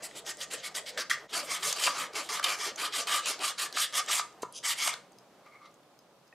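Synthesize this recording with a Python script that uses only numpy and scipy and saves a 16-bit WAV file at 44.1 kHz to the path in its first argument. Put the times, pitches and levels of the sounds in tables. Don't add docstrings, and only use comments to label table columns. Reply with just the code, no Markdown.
import sys
import numpy as np
from scipy import signal
from scipy.fft import rfft, irfft
from scipy.io import wavfile
from scipy.ndimage import uniform_filter1d

SR = 44100
rng = np.random.default_rng(int(sys.argv[2]) if len(sys.argv) > 2 else 0)


def dump_mix(stems):
    frames = np.atleast_2d(stems).T
    limited = np.clip(frames, -1, 1)
    pcm = np.round(limited * 32767).astype(np.int16)
    wavfile.write(sys.argv[1], SR, pcm)


def voltage_ratio(decibels):
    exponent = np.asarray(decibels, float) / 20
    return 10 ** exponent


N = 279580
TIME = np.arange(N) / SR
TURN_S = 1.285
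HUM_HZ = 60.3

# start in seconds, length in seconds, rasp level in dB,
# lean (under 1 starts fast), tray ring in dB.
SHORT_STROKES = [
    (0.019, 0.067, -44, 0.68, -16),
    (0.123, 0.088, -47, 1.5, -10),
    (0.24, 0.091, -38.5, 1.34, -13),
    (0.362, 0.096, -42, 1.45, -12),
    (0.499, 0.074, -39.5, 0.85, -9),
    (0.617, 0.081, -40, 1.08, -14),
    (0.741, 0.068, -38, 0.7, -11),
    (0.852, 0.066, -42, 0.95, -16),
    (0.97, 0.074, -36, 0.77, -5),
    (1.0965, 0.075, -36, 0.3, -3),
]
# start in seconds, length in seconds, rasp level in dB,
# lean (under 1 starts fast), tray ring in dB.
LONG_STROKES = [(1.319, 0.12, -32.5, 0.81, -7), (1.456, 0.14, -33.5, 1.18, -8),
                (1.62, 0.15, -29.5, 0.64, -14), (1.746, 0.21, -31.5, 0.76, -14),
                (1.92, 0.17, -35.5, 0.92, -3.5), (2.119, 0.12, -39, 1.04, -6),
                (2.288, 0.14, -33.5, 0.48, -6.5), (2.42, 0.15, -32, 1.17, -4.5),
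                (2.571, 0.16, -33, 1, -12.5), (2.764, 0.14, -32, 0.88, -7.5),
                (2.915, 0.14, -30.5, 0.77, -13), (3.054, 0.17, -28.5, 1.13, -9),
                (3.253, 0.1, -29.5, 0.74, -10), (3.383, 0.15, -28.5, 1.18, -9.5),
                (3.57, 0.12, -31, 0.79, -13), (3.721, 0.16, -27, 1.22, -18),
                (3.915, 0.097, -28, 1.34, -12.5), (4.066, 0.17, -27.5, 0.79, -11.5),
                (4.417, 0.024, -44.5, 0.8, -28), (4.504, 0.1, -52, 1.8, -24),
                (4.625, 0.14, -30.5, 0.81, -14.5), (4.761, 0.17, -30, 1.11, -12)]
BAND_EDGES = [500, 1400, 2600, 3800, 5200, 7000, 9500, 12500, 17000]


def unit(x):
    return x / np.sqrt(np.mean(x ** 2))


def butter(x, order, hz, kind="low"):
    return signal.sosfilt(signal.butter(order, hz, kind, fs=SR, output="sos"), x)


def colour(x, points):
    hz, db = np.transpose(points)
    grid = np.maximum(np.arange(2049) * SR / 4096, 1)
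    cepstrum = irfft(np.log(voltage_ratio(np.interp(np.log(grid), np.log(hz), db))))
    cepstrum[1:2048] *= 2
    cepstrum[2049:] = 0
    return signal.fftconvolve(x, irfft(np.exp(rfft(cepstrum))))[:len(x)]


def ring(x, hz, width):
    return signal.lfilter(*signal.iirpeak(hz, hz / width, fs=SR), x)


def walk(rate):
    hold = int(SR / rate)
    steps = np.repeat(rng.standard_normal(N // hold + 1), hold)
    return 1.716 * uniform_filter1d(steps, hold)[:N]


def body(x, modes, patchy_db=0.0):
    out = np.zeros(N)
    for k, (hz, width, db) in enumerate(modes):
        contact = voltage_ratio(patchy_db * np.minimum(walk(26), 1.2))
        out += (-1) ** k * voltage_ratio(db) * ring(x * contact, hz, width)
    return out


def curve(table):
    s, *columns = np.transpose(table)
    return [voltage_ratio(np.interp(TIME, s, c, left=-150, right=-150)) for c in columns]


def grit(scatter_db):
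    size_db = scatter_db * np.minimum(rng.exponential(size=N), 3.5)
    return unit(rng.standard_normal(N) * voltage_ratio(size_db))


def tail(t60):
    t = np.arange(SR // 2) / SR
    h = rng.standard_normal(len(t)) * voltage_ratio(-60 * t / t60)
    return h / np.sqrt(np.sum(h ** 2))


def add(out, s, piece):
    i = int(s * SR)
    out[i:i + len(piece)] += piece[:N - i]


def patches(parts, patchy_db, rate, ceiling):
    out = np.zeros(N)
    for k, edge in enumerate(zip(BAND_EDGES, BAND_EDGES[1:])):
        wander = voltage_ratio(patchy_db * np.minimum(walk(rate), ceiling))
        out += (-1) ** k * butter(parts[k] * wander, 2, edge, "band")
    return out


def tray(push, before=None, after=None, patchy_db=0.0):
    # Hz, width in Hz, level in dB.
    first_modes = [(577, 17, -17), (1200, 74, 3), (1576, 83, 4.5), (1850, 274, 6.5), (2045, 400, 2)]
    turned_modes = [(706, 175, -6.5), (975, 126, -1.5), (1168, 132, 3.5), (1311, 106, 1.5), (1435, 48, -4),
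                    (1550, 180, -5.5), (2176, 185, -5.5), (2400, 190, -18.5)]
    before = first_modes if before is None else before
    after = turned_modes if after is None else after
    first = np.arange(N) < TURN_S * SR
    return body(push * first, before, patchy_db) + body(push * ~first, after, patchy_db)


def air():
    # Hz, density in dB per Hz.
    room_tone = [(18, -53), (30, -23), (98, -20), (125, -4), (479, -4), (561, 0), (622, -3), (1200, -8),
                 (1870, -17), (4910, -21), (9940, -29), (13300, -33), (15500, -36)]
    # Hz, gain in dB.
    side_tilt = [(60, -4), (110, -18.5), (200, -14.5), (380, -10), (700, -11), (1290, -15.5), (2380, -2),
                 (4400, -1.5), (8120, -2), (15000, 1)]
    # Hz, level in dB.
    whine_tones = [(9711, -90), (12947, -90)]
    level_db = -62
    mid = unit(colour(rng.standard_normal(N), room_tone)) * voltage_ratio(level_db + 0.39 * walk(4.7))
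    side = colour(unit(colour(rng.standard_normal(N), room_tone)) * voltage_ratio(level_db), side_tilt)
    whine = sum(voltage_ratio(db) * np.sin(2 * np.pi * hz * TIME) for hz, db in whine_tones)
    whine *= 1 + np.sin(2 * np.pi * HUM_HZ * TIME)
    return mid + whine, side


def shoves():
    # time in seconds, scrape in dB, table rumble in dB.
    hold_weight = [
        (0, -50, -60.5),
        (1.26, -49, -64.5),
        (1.29, -60, -79),
        (1.33, -42, -62.5),
        (2.7, -46.5, -65.5),
        (3.1, -44.5, -66),
        (3.6, -56, -65.5),
        (5.0, -55, -60.5),
        (6.3, -72, -94),
    ]
    # time in seconds, scrape in dB, table rumble in dB.
    shove_peaks = [(0.04, -48, -70), (0.16, -52, -72), (0.281, -41, -66), (0.549, -38.5, -62),
                   (0.788, -41, -62), (0.99, -35.5, -64), (1.16, -77, -52.5), (1.37, -45, -59),
                   (1.52, -66, -53), (1.68, -38.5, -52), (1.872, -38, -68), (2.03, -56, -59),
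                   (2.19, -42.5, -68), (2.37, -51, -56), (2.52, -57, -73), (2.68, -41, -65),
                   (2.82, -57, -60), (3.0, -43, -63), (3.1, -52, -66), (3.309, -39.5, -77),
                   (3.42, -37, -74), (3.65, -42, -70), (3.758, -38, -69), (3.98, -50, -62), (4.1, -41, -66),
                   (4.45, -46, -50), (4.87, -46, -69)]
    rise_s, fall_s = 0.021, 0.015
    scrape, rumble = curve(hold_weight)
    for s, scrape_db, rumble_db in shove_peaks:
        bump = np.exp(-np.where(TIME < s, (s - TIME) / rise_s, (TIME - s) / fall_s))
        scrape = scrape + voltage_ratio(scrape_db) * bump
        rumble = rumble + voltage_ratio(rumble_db) * bump
    return scrape, rumble


def shuffle():
    # Hz, width in Hz, level in dB.
    table_modes = [(73.6, 14, -23), (133, 14, -0.5), (150, 20, -2), (190.3, 14, 0.5)]
    underside = [(309, 92, -4.0), (444.0, 61, 2.5), (550.0, 152, 5.5), (662, 395, 0.5)]  # Hz, width Hz, dB
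    scrape, rumble = shoves()
    grind = body(grit(scatter_db=0.5), underside, patchy_db=3.0)
    boom = body(rng.standard_normal(N), table_modes)
    hum_db = -75 - 2.5 * TIME + walk(3.4)
    hum = voltage_ratio(hum_db) * np.sin(2 * np.pi * HUM_HZ * TIME)
    return voltage_ratio(-6.0) * scrape * unit(grind) + voltage_ratio(-8.5) * rumble * unit(boom) + hum


def wipe():
    # time in seconds, low ring in dB, high ring in dB, hiss in dB.
    finger_path = [
        (5.43, -75, -85, -78),
        (5.464, -57, -58.5, -69),
        (5.505, -62, -70, -77),
        (5.56, -60, -56, -70),
        (5.6, -63, -75, -88),
        (5.66, -53, -59, -57),
        (5.692, -83, -77, -80),
        (5.71, -72, -96, -70),
    ]
    low, high, hiss = curve(finger_path)
    slip = grit(scatter_db=2.5) * voltage_ratio(1.5 * walk(70))
    low_ring = unit(ring(ring(slip, 1180, 150), 1180, 160))
    high_ring = unit(ring(ring(slip, 2170, 300), 2170, 300))
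    skin_hiss = unit(ring(ring(slip, 3400, 2600), 3900, 2600))
    return low * low_ring + high * high_ring + hiss * skin_hiss


def brush():
    # time in seconds, level in dB.
    brush_path = [
        (4.522, -72),
        (4.54, -50.5),
        (4.555, -45),
        (4.566, -40),
        (4.572, -47),
        (4.579, -42),
        (4.587, -40.5),
        (4.594, -60),
        (4.625, -68),
    ]
    # Hz, width in Hz, level in dB.
    rim_modes = [(3120, 350, 0.5), (3900, 330, -6), (4800, 390, -1.5), (6200, 390, 1.5), (7500, 600, -9),
                 (9650, 580, -6), (10900, 700, -14)]
    thin = butter(body(grit(scatter_db=5.0), rim_modes), 4, 2700, "high")
    return curve(brush_path)[0] * unit(thin)


def ticks():
    # time in seconds, peak in dB, pitch in Hz.
    tick_events = [(1.449, -46, 11000), (1.4575, -47, 10500), (1.47, -43, 11500), (1.496, -42, 12000),
                   (5.656, -54, 4400), (5.713, -55, 5700), (5.462, -50, 2150), (5.1198, -47, 6600),
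                   (5.1304, -48, 4740), (5.1855, -39.5, 5080), (5.7414, -47, 6560), (5.8321, -51, 3520),
                   (5.99, -43, 5070), (6.2706, -55, 4800), (6.278, -49, 5170)]
    out, t = np.zeros(N), np.arange(500) / SR
    for s, db, hz in tick_events:
        click = 0.97 * rng.standard_normal(500) * np.exp(-t / 0.0013)
        pair = np.sin(2 * np.pi * hz * t) + 0.73 * np.sin(2 * np.pi * 1.245 * hz * t)
        envelope = np.exp(-t / 0.0022) * (1 - np.exp(-t / 0.00034))
        add(out, s, voltage_ratio(db - 6.5) * (pair + click) * envelope)
    return out


def knocks():
    # time in seconds, peak in dB, pitch in Hz, t60 in seconds, tray ring in dB.
    knock_events = [(0.974, -31.5, 1850, 0.026, 19.5), (1.098, -27, 1600, 0.04, 1),
                    (1.872, -20, 991, 0.049, 15), (1.877, -16.5, 1210, 0.014, 18.5),
                    (4.192, -46, 1200, 0.049, -19), (4.4315, -13, 450, 0.015, 5),
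                    (4.431, -30, 994, 0.048, 1), (4.45, -44, 1000, 0.08, 14), (4.861, -27, 1310, 0.027, 13),
                    (4.877, -21, 880, 0.015, -3), (4.94, -29, 1420, 0.019, 0),
                    (6.326, -39, 1860, 0.022, -1)]
    note, jolt, t = np.zeros(N), np.zeros(N), np.arange(5000) / SR
    for s, db, hz, t60, ring_db in knock_events:
        hollow = np.sin(2 * np.pi * hz * t) + 0.5 * np.sin(2 * np.pi * 1.37 * hz * t)
        add(note, s, voltage_ratio(db - 2.5 - 60 * t / t60) * hollow * (1 - np.exp(-t / 0.0013)))
        slap = uniform_filter1d(rng.standard_normal(5000), size=11) * np.exp(-t / 0.0013)
        add(jolt, s, voltage_ratio(db + ring_db) * slap)
    return butter(note, 1, 80, "high") + tray(jolt)


def chatter():
    # time in seconds, level in dB,
    # width in seconds.
    chatter_swells = [(1.018, -39.5, 0.059), (1.12, -51.5, 0.043), (1.396, -43, 0.038), (1.513, -35, 0.03),
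                      (1.675, -39, 0.064), (1.737, -35, 0.014), (1.77, -35, 0.016), (1.815, -32, 0.012),
                      (1.879, -36.5, 0.039), (1.986, -45, 0.013), (2.02, -41, 0.031), (2.204, -40, 0.039),
                      (2.307, -39, 0.013), (2.354, -33, 0.011), (2.46, -31.5, 0.045), (2.513, -37, 0.01),
                      (2.644, -33.5, 0.045), (2.84, -28, 0.024), (2.949, -34, 0.016), (2.99, -36, 0.019),
                      (3.095, -30, 0.014), (3.136, -28, 0.044), (3.301, -40, 0.042), (3.44, -30, 0.033),
                      (3.655, -39, 0.064), (3.808, -34, 0.029), (4.001, -30.5, 0.055), (4.104, -29, 0.023),
                      (4.2, -39, 0.046), (4.439, -39, 0.017), (4.694, -36, 0.078), (4.866, -36.5, 0.035),
                      (1.915, -31, 0.05),
        (2.399, -37, 0.008),
        (3.181, -31.5, 0.034),
        (3.772, -40, 0.015),
        (4.235, -41, 0.037),
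        (4.942, -39, 0.0078),
    ]
    swell = np.zeros(N)
    for s, db, width in chatter_swells:
        swell += voltage_ratio(db) * np.exp(-((TIME - s) / (0.46 * width)) ** 2)
    pitch = 1178 + 22 * walk(70)
    note = np.sin(2 * np.pi * np.cumsum(pitch) / SR)
    return voltage_ratio(-3.0 + 2.0 * np.minimum(walk(130), 1)) * swell * note


def catches():
    # time in seconds, peak in dB, pitch in Hz, tray ring in dB, rise in ms.
    snags = [(0.1106, -42.5, 2030, -7.5, 1.2), (0.5339, -25, 7600, -20, 3.5), (0.277, -33, 4900, -22, 1.5),
             (0.292, -27, 5000, -20, 2.2), (1.103, -23, 3400, -15, 1.9), (1.727, -20, 4900, -25, 1.3),
             (1.823, -24, 6000, -22, 0.5), (4.877, -15, 2660, -15, 1.16), (4.809, -25, 2200, -16, 1.2),
             (1.1115, -22.5, 2010, -2, 1.5), (1.7268, -17.5, 6650, -21, 1.3), (1.771, -27, 4620, -15, 2.1),
             (1.8352, -18.5, 3980, -32, 3.5), (1.8642, -15, 2770, -33, 6.1), (2.395, -26, 2060, -3, 1.5),
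             (2.396, -29, 5500, -30, 1.5), (2.177, -26, 2200, -12, 1.5), (2.492, -22, 2150, -20, 1.5),
             (2.4415, -14, 2840, -34, 6.2), (2.4405, -17, 5000, -24, 2.1), (2.4425, -18, 3800, -27, 2.3),
             (3.0704, -24, 4340, -7, 1.8), (3.77, -25.5, 1800, 1.5, 1.05), (4.1945, -18, 3900, -5.5, 0.78),
             (4.8744, -16.5, 6200, -6, 1.55), (4.9392, -23, 4170, -9, 0.76)]
    # time in seconds, peak in dB, pitch in Hz.
    edge_bites = [(0.2634, -30, 3030), (0.37, -38, 7600), (0.5115, -30, 2880), (0.753, -37, 4030),
                  (0.975, -26, 3330), (1.0974, -24, 3360), (1.335, -38, 4900), (1.6316, -31, 3070),
                  (2.153, -29, 2650), (2.29, -29, 1970), (2.759, -27.5, 6500), (2.933, -43, 3700),
                  (3.257, -23, 6900), (3.391, -32, 4470), (3.583, -32, 4000), (3.7259, -27, 4600),
                  (3.9247, -36, 4300), (4.061, -33, 7000), (2.924, -34, 4000), (2.272, -38, 4000),
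                  (4.4208, -32, 7600), (4.425, -46, 6300), (4.524, -36, 9700), (4.325, -52, 6000),
                  (2.134, -37, 5000), (4.638, -42, 4000), (4.785, -24, 2400)]
    crack, jolt = np.zeros(N), np.zeros(N)
    ms = np.arange(1200) / SR * 1000
    bites = [(s, db, hz, -38, 1.7) for s, db, hz in edge_bites]
    for s, db, hz, ring_db, rise in snags + bites:
        burst = rng.standard_normal(1200) * np.sqrt(ms / rise) * np.exp(1 - ms / rise)
        snap = ring(burst, hz, 0.14 * hz) + 0.15 * burst
        add(crack, s, voltage_ratio(db - 0.5) * snap / np.max(np.abs(snap)))
        add(jolt, s, voltage_ratio(db + ring_db + 14.5) * burst)
    return butter(crack, 3, [1300, 11500], "band") + tray(jolt)


def passes():
    # time in seconds, sharpness in dB.
    freshness = [(0.1, 0), (0.27, -7), (0.75, -3), (0.87, -11), (1.35, -5.5), (1.55, -5.5), (2.6, -10.5),
                 (3.3, -6.5), (4.1, -5), (4.5, -7), (4.62, -3.5), (4.8, -4.5)]
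    # start in seconds, length in seconds,
    # rasp level in dB, dullness in dB, tray ring in dB.
    light_drags = [(2.544, 0.095, -48, -5, -22), (0, 0.025, -62.5, 9, 6), (0.078, 0.09, -60, 22, -16),
                   (0.566, 0.066, -48.5, 18, -16), (0.897, 0.13, -58, 22, -5),
                   (1.275, 0.094, -48, 8, -12.5), (1.121, 0.11, -53.5, 11, -2.5),
                   (1.418, 0.081, -47.5, -4, -12), (1.573, 0.11, -49, -3, -6),
                   (2.197, 0.15, -49.5, -1.5, -34), (3.213, 0.11, -38.5, 19, -36),
                   (3.332, 0.069, -47, 32, -30), (3.967, 0.07, -40.5, 45, -3),
                   (4.75, 0.094, -49, -4, -19.5), (4.921, 0.033, -40, 16, -7)]
    rows = []
    for s, length, db, lean, ring_db in SHORT_STROKES + LONG_STROKES:
        rows.append((s, length, db, lean, np.interp(s, *np.transpose(freshness)), ring_db))
    for s, length, db, dull_db, ring_db in light_drags:
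        sharp_db = np.interp(s, *np.transpose(freshness)) - dull_db
        rows.append((s, length, db, 0.67, sharp_db, ring_db))
    return rows


def hand_motion():
    # time in seconds, peak in dB.
    grips = [(0.0293, -28), (0.1545, -35), (0.249, -40), (0.265, -28), (0.404, -21.5), (0.5112, -36),
             (0.5345, -26), (0.6384, -36), (0.7503, -23), (0.87, -26), (0.976, -25), (1.0974, -16),
             (1.3294, -23), (1.503, -24), (1.6287, -24.5), (1.761, -24), (1.837, -7), (2.153, -14),
             (2.177, -21.5), (2.2902, -30), (2.4274, -15), (2.442, -17), (2.604, -24), (2.7791, -31),
             (2.9347, -27), (3.0723, -14), (3.2565, -27), (3.4032, -30), (3.5804, -25), (3.7259, -32),
             (3.7574, -25), (3.9255, -30), (3.9459, -30), (4.094, -19), (1.7995, -23), (4.6362, -27),
             (4.651, -18.5), (4.785, -27)]
    speed, sharp, keen, push = np.zeros((4, N))
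    for s, length, db, lean, sharp_db, ring_db in passes():
        phase = np.linspace(0, 1, int(length * SR))
        arc = np.sin(np.pi * phase ** np.clip(lean, 0.2, 3))
        arc = np.tanh(arc / 0.85) * 1.16
        late = np.sin(np.pi * phase ** np.clip(1.15 * lean, 0.2, 3))
        add(speed, s, voltage_ratio(db) * arc ** 1.87)
        add(sharp, s, voltage_ratio(db + sharp_db - 7) * arc ** 3.7)
        add(sharp, s, voltage_ratio(db + sharp_db - 4) * late ** 2.6)
        add(keen, s, voltage_ratio(db + sharp_db) * late ** 2.6)
        add(push, s, voltage_ratio(db + ring_db) * arc ** 1.26)
    fade = np.exp(-np.arange(SR // 8) / SR / 0.021)
    for s, db in grips:
        for drive, share_db in ((speed, 0.5), (sharp, -9), (keen, -11), (push, -12)):
            add(drive, s, voltage_ratio(db - 22 + share_db) * fade)
    return speed, sharp, keen, push


def shell(rasp):
    t60_s, streak_db = 0.04, -3
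    turn = 1.56 * walk(14)
    streaks = np.zeros(N)
    for share in (np.cos(turn), np.sin(turn)):
        streaks += signal.fftconvolve(rasp * share, tail(t60_s)[:4096])[:N]
    return (rasp + voltage_ratio(streak_db) * streaks) / np.hypot(1, voltage_ratio(streak_db))


def spots(force):
    # panel Hz, panel dB, rib Hz, rib dB.
    spot_modes = [(2050, -2, 3000, -29), (2000, -5, 3600, 0), (1870, 7.5, 5200, -11), (2010, 1, 3320, -5),
                  (1850, -7, 3200, -17), (2170, 4, 3400, -8), (2000, -6, 4600, -8), (2210, 4.5, 3300, -11),
                  (1890, 2, 3800, -1), (1980, -10, 3240, -3.5), (2500, -12, 4640, 1), (2200, -21, 2200, 0),
                  (2110, -13, 3400, -24), (2460, -7, 4800, -10), (2200, -18, 5700, -7),
                  (2270, 4.5, 3500, -30), (2130, -29, 4300, -6), (2350, 4, 3000, -3), (2250, -21, 1900, -1),
                  (2150, -20, 3060, -2), (2250, -17, 3150, -11), (1680, 2.5, 2920, -1),
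                  (2010, -16, 3360, -21), (1770, -22, 2940, -4), (1780, 1.5, 5400, -9),
                  (1710, -3, 2970, -18), (2500, -14, 3300, -3), (2400, -3.5, 2700, -11),
                  (2070, -12, 4100, -9), (1626, -11, 3400, 0), (2040, 1.5, 4540, -6), (2230, 2, 3150, -5.5)]
    # Hz, level in dB.
    paper_folds = [(7740, -4), (7740, 0), (7800, -9), (8500, -4.5), (8900, -2.5), (7460, -16), (8530, -5),
                   (7700, -8), (7600, -25), (7200, -8.5), (9800, -14), (8200, -8), (7060, -9),
                   (9100, -13.5), (9250, -22), (7340, -8.5), (9700, -10), (10500, -14), (8140, -12),
                   (10200, -11), (7000, -13), (8250, -5), (10400, -11), (8500, -5), (10250, -18),
                   (8360, -7.5), (9900, -9), (7200, -11), (6300, 6), (9650, -6.5), (8000, -4), (6250, -15)]
    sharpness = 18
    out = np.zeros(N)
    for stroke, spot, fold in zip(SHORT_STROKES + LONG_STROKES, spot_modes, paper_folds):
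        s, length = stroke[:2]
        panel_hz, panel_db, rib_hz, rib_db = spot
        piece = force[int(s * SR):int((s + length) * SR)]
        for hz, db in ((panel_hz, panel_db), (rib_hz, rib_db), fold):
            add(out, s, voltage_ratio(db) * ring(piece, hz, hz / sharpness))
    return out


def sanding():
    # Hz, density in dB per Hz.
    rasp_colour = [(240, -31), (400, -37.5), (839, -14.5), (1160, -11), (1840, -7.5), (2590, -4.5),
                   (3120, -2), (4240, -4.5), (8370, -7.5), (12500, -20.5), (16000, -30)]
    # Hz, width in Hz, level in dB.
    ribs_first = [(3280, 350, -1), (3980, 150, -0.5), (4950, 910, -2), (6600, 580, 0), (7600, 430, -3)]
    ribs_turned = [(3090, 200, -3.5), (3550, 220, -11), (4720, 260, -6), (5500, 300, -12), (6750, 350, -12),
                   (8300, 350, -12)]
    speed, sharp, keen, push = hand_motion()
    bite = voltage_ratio(np.minimum(0.8 * walk(60) + 1.2 * walk(250), 1.2))
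    crumbs = (rng.random(N) < 400 / SR) * rng.uniform(-0.6, 1, N)
    rasp = unit(colour(grit(scatter_db=0.0) + voltage_ratio(14.5) * crumbs, rasp_colour)) * bite
    drives = [push * voltage_ratio(13.5), push * voltage_ratio(3.5) + speed * voltage_ratio(-4.0), speed, speed, speed,
              sharp * voltage_ratio(7.5), sharp * voltage_ratio(12.0), keen * voltage_ratio(9.0)]
    open_air = patches([rasp * drive for drive in drives], patchy_db=1.5, rate=35, ceiling=0.69)
    shake = grit(scatter_db=2.5) * bite
    ribs = tray(shake * speed, ribs_first, ribs_turned, patchy_db=5.0)
    panels = tray(shake * push, patchy_db=2.5)
    return voltage_ratio(-3.7) * shell(open_air) + voltage_ratio(5) * ribs + voltage_ratio(8.5) * spots(shake * speed) + voltage_ratio(14.0) * panels


def scene():
    # Hz, level in dB.
    port_spread = [(25, -30), (60, -11), (110, -11), (200, -13), (380, -16), (700, -20), (1290, -28),
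                   (2380, -22), (4400, -14), (8120, -10), (15000, -11)]
    mid_air, side_air = air()
    low = shuffle()
    near = wipe() + brush() + ticks() + knocks() + catches() + sanding()
    hollow = chatter()
    echo = np.concatenate([np.zeros(250), tail(0.3)])
    room_colour = [(300, -11.5), (1200, 6.5), (3000, 1), (8000, -1.0), (15000, -22.5)]  # Hz, dB
    wet = signal.fftconvolve(colour(near, room_colour), echo)[:N]
    mid = near + hollow + voltage_ratio(-11.5) * wet + low + mid_air
    scattered = signal.fftconvolve(near + hollow + low, tail(0.28))[:N]
    askew = voltage_ratio(-0.5) * colour(scattered, port_spread)
    bass = butter(askew, 2, 600)
    shaded = patches([askew] * len(BAND_EDGES), patchy_db=16, rate=16, ceiling=0)
    side = bass + shaded + side_air - 0.05 * mid_air
    dip = voltage_ratio(-13 * np.exp(-((TIME - TURN_S) / 0.0092) ** 2))
    return np.array([mid + side, mid - side]) * dip


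def top_cut(x):
    return signal.sosfilt(signal.butter(12, 16470, fs=SR, output="sos"), x)


def record(dry):
    mic = butter(dry, 2, 45, "high")
    mic = signal.sosfilt(signal.ellip(8, 0.3, 55, 15550, fs=SR, output="sos"), mic)
    return top_cut(mic)


dry = scene()
out = record(dry)
dump_mix(out)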